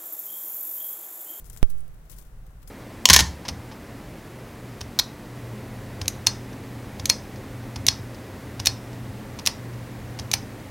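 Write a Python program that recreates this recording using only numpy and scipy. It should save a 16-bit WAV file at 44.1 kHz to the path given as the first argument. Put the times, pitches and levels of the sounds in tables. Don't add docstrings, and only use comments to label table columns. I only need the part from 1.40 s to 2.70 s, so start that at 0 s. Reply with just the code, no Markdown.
import sys
import numpy as np
from scipy import signal
from scipy.fft import rfft, irfft
from scipy.io import wavfile
from scipy.ndimage import uniform_filter1d

SR = 44100
rng = np.random.default_rng(int(sys.argv[2]) if len(sys.argv) > 2 else 0)


def waveform_to_disk(signal):
    frames = np.transpose(np.atleast_2d(signal))
    scaled = np.clip(frames, -1, 1) * 32767
    samples = np.round(scaled).astype(np.int16)
    wavfile.write(sys.argv[1], SR, samples)


N = 57330
TIME = np.arange(N) / SR


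def amp(db):
    return 10 ** (np.asarray(db) / 20)


def unit(x):
    return x / np.sqrt(np.mean(x ** 2) + 1e-20)


def colour(x, curve):
    hz, db = np.transpose(curve)
    gain = amp(np.interp(np.log(np.fft.rfftfreq(N, 1 / SR) + 1), np.log(hz + 1), db))
    return irfft(rfft(x) * unit(gain), N)


def noise(curve):
    return unit(colour(rng.standard_normal(N), curve))


def envelope(start, attack, decay):
    age = TIME - start
    return np.clip(age / attack, 0, 1) * np.exp(-np.maximum(age - attack, 0) / decay)


# frequency in Hz, relative level in dB.
RUMBLE_EQ = [(8, -4), (25, 1), (45, 2.5), (82, -14), (120, -8), (170, -13.5), (210, -26), (400, -28.5),
             (800, -33), (2000, -50.5), (5000, -82)]
AIR_LEFT_EQ = [(20, 15), (100, 8), (300, -4), (700, -5.5), (1400, -2), (2400, -10.5), (4500, -17.5),
               (9000, -15), (16000, -18)]
AIR_RIGHT_EQ = [(20, 16.5), (100, -1.5), (300, -3.5), (700, -15), (1400, -8.5), (2400, -15), (4500, -19),
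                (9000, -20.5), (16000, -17.5)]

def wind():
    air = np.array([amp(-56) * noise(AIR_LEFT_EQ), amp(-57.5) * noise(AIR_RIGHT_EQ)])
    return amp(-44) * noise(RUMBLE_EQ) + air


# start in seconds, pitch in Hz, level in dB, decay in seconds.
GLASSY_TINKS = [(0.1725, 7400, -40, 0.0045), (0.2233, 3220, -52, .003), (0.3010, 5780, -52, .005),
                (0.4051, 9180, -47, 0.0038), (0.479, 9000, -54.5, 0.0026), (0.7260, 3340, -53, 0.012),
                (1.274, 5280, -46, .003), (1.2765, 11360, -44, .004)]

def tinks():
    attack_s, linewidth_hz = 0.0011, 700
    out = np.zeros(N)
    for start, hz, db, decay in GLASSY_TINKS:
        phase_drift = np.cumsum(rng.standard_normal(N)) * np.sqrt(2 * np.pi * linewidth_hz / SR)
        ring = np.sqrt(2) * np.sin(2 * np.pi * hz * TIME + phase_drift)
        out += amp(db) * envelope(start, attack_s, decay) * ring
    return out


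# frequency in Hz, relative level in dB.
FIZZ_EQ = [(300, -21), (2500, -17), (4400, -9), (5800, -3.5), (8000, -1), (11500, 0), (14000, 0),
           (16000, -3)]
BODY_EQ = [(100, -7), (400, -1), (1000, -0.5), (1800, 1), (2600, -6), (3400, -0.5), (4400, -6.5),
           (7000, -11.5)]
# start in seconds, peak before EQ in dB, decay in seconds,
# body relative to fizz in dB.
SHARP_TICKS = [(0.0440, -36.5, .0015, -14), (0.0680, -39, .001, -16), (0.1334, -36, 0.00036, -26),
               (0.1643, -28.5, 0.00036, -3.5), (0.1746, -30, 0.00049, -13), (0.705, -34.5, .0006, -18),
               (0.7152, -29, .0005, -16), (0.7856, -29.5, 0.0013, -23), (1.2763, -31.5, 0.001, -16)]

def ticks():
    fizz, body = np.zeros((2, N))
    for start, db, decay, body_db in SHARP_TICKS:
        burst = rng.standard_normal(N) * (TIME >= start) * np.exp(-abs(TIME - start) / decay)
        burst = amp(db) * burst / abs(burst).max()
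        fizz += burst
        body += amp(body_db) * burst
    return colour(fizz, FIZZ_EQ) + colour(body, BODY_EQ)


def squeak():
    start_s, length_s, from_hz, to_hz = 0.0983, 0.00321, 5600, 16000
    progress = np.clip((TIME - start_s) / length_s, 0, 1)
    hz = from_hz * (to_hz / from_hz) ** progress
    whistle = np.sin(2 * np.pi * np.cumsum(hz) / SR)
    rasp = 0.2 * noise(FIZZ_EQ)
    return amp(-31) * np.sin(np.pi * progress) * (whistle + rasp)


def grit():
    slips_per_s, spread_db, hiss_share = 5000, 3.5, 0.36
    judder_db, judder_s = 2.25, 0.00091
    sizes = amp(spread_db * np.minimum(rng.exponential(1, N), 4))
    slips = unit(sizes * rng.choice([-1., 1.], N) * (rng.random(N) < slips_per_s / SR))
    judder = unit(uniform_filter1d(rng.standard_normal(N), int(judder_s * SR)))
    texture = np.sqrt(1 - hiss_share) * slips + np.sqrt(hiss_share) * rng.standard_normal(N)
    return unit(texture * amp(judder_db * judder))


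# frequency in Hz, relative level in dB.
PUSH_EQ = [(20, -10), (50, 15), (120, -4.5), (250, -14.5), (500, -22), (1200, -34)]
# start, attack and decay in seconds, left fizz level in dB,
# body relative to fizz in dB, right side relative to left in dB.
BRUSH_STROKES = [(0.000, 0.0023, 0.028, -51.5, -22, -19), (0.043, 0.015, .034, -47, -11.5, -24),
                 (0.100, .002, 0.0092, -45, -4.5, -19), (0.120, .004, .010, -51.5, -9.5, -22),
                 (0.129, 0.0015, 0.033, -45, -13, -27), (0.162, 0.0016, .006, -49, -3, -25),
                 (0.171, 0.003, 0.012, -39.5, -13, -27), (0.213, 0.0069, .004, -59, -2, 1),
                 (0.240, 0.012, 0.16, -60, -4, -26), (0.294, 0.01, 0.012, -43, -13.5, -16),
                 (0.362, 0.024, 0.024, -56.5, -22, -25), (0.478, .002, 0.0035, -55, -22, -18),
                 (0.541, 0.0034, .005, -55, -16, -20), (0.648, 0.0087, 0.011, -58.5, -14, -20),
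                 (0.695, 0.0038, 0.019, -42.5, -13.5, -23), (0.714, .003, 0.017, -42.5, -16, -28),
                 (0.724, 0.0063, 0.035, -51.5, -5.5, -14), (0.761, 0.0035, .012, -46.5, -16, -16),
                 (0.777, .004, 0.011, -47.5, -6.5, -18), (0.784, .002, 0.015, -42, -16, -17),
                 (0.812, .003, 0.0083, -48, -16, -20), (0.821, 0.0035, 0.013, -52, -5, -16),
                 (0.847, 0.0033, 0.033, -55.5, -9, -13), (1.064, 0.0023, 0.0072, -55, -4, -22),
                 (1.104, .003, .004, -60, -14, -20), (1.215, 0.0091, .008, -55, -5, -22),
                 (1.226, 0.0055, 0.0047, -51.5, -3, -13), (1.2733, 0.0049, 0.011, -39.5, -16.5, -10),
                 (1.288, 0.0099, .030, -52, -21, -13)]

def brushing():
    fizz_power, body_power = np.zeros((2, 2, N))
    for start, attack, decay, db, body_db, right_db in BRUSH_STROKES:
        power = (envelope(start, attack, decay) * amp([[db], [db + right_db]])) ** 2
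        fizz_power += power
        body_power += power * amp(body_db) ** 2
    fizz_level, body_level = np.sqrt(fizz_power), np.sqrt(body_power)
    push = amp(-2.5) * colour(fizz_level[0] * rng.standard_normal(N), PUSH_EQ)
    rub = np.array([fizz * colour(grit(), FIZZ_EQ) + body * colour(grit(), BODY_EQ)
                    for fizz, body in zip(fizz_level, body_level)])
    rub[0] += push
    return rub


def pop():
    start_s, lead_s, lead_share = 0.22933, 0.00034, 0.19
    creep_s, crackle_s, drain_hz = 0.004, 0.00044, 3.4
    age = TIME - start_s
    after, begun = np.maximum(age, 0), age >= -lead_s
    step = lead_share * begun + (1 - lead_share) * (age >= 0)
    creep = 0.2 * (1 - np.exp(-after / creep_s))
    crackle = amp(-27.5) * noise(FIZZ_EQ) * begun * np.exp(-after / crackle_s)
    b, a = signal.butter(1, drain_hz, "high", fs=SR)
    return amp(-3) * signal.lfilter(b, a, signal.lfilter(b, a, step + creep + crackle))


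def scene():
    return wind() + brushing() + np.array([ticks() + tinks() + squeak(), pop()])


def record(dry):
    high_cut_hz = 16200
    taps = signal.firwin(255, high_cut_hz, window=("kaiser", 9), fs=SR)
    return signal.oaconvolve(dry, taps[None], "same")


dry = scene()
out = record(dry)
waveform_to_disk(out)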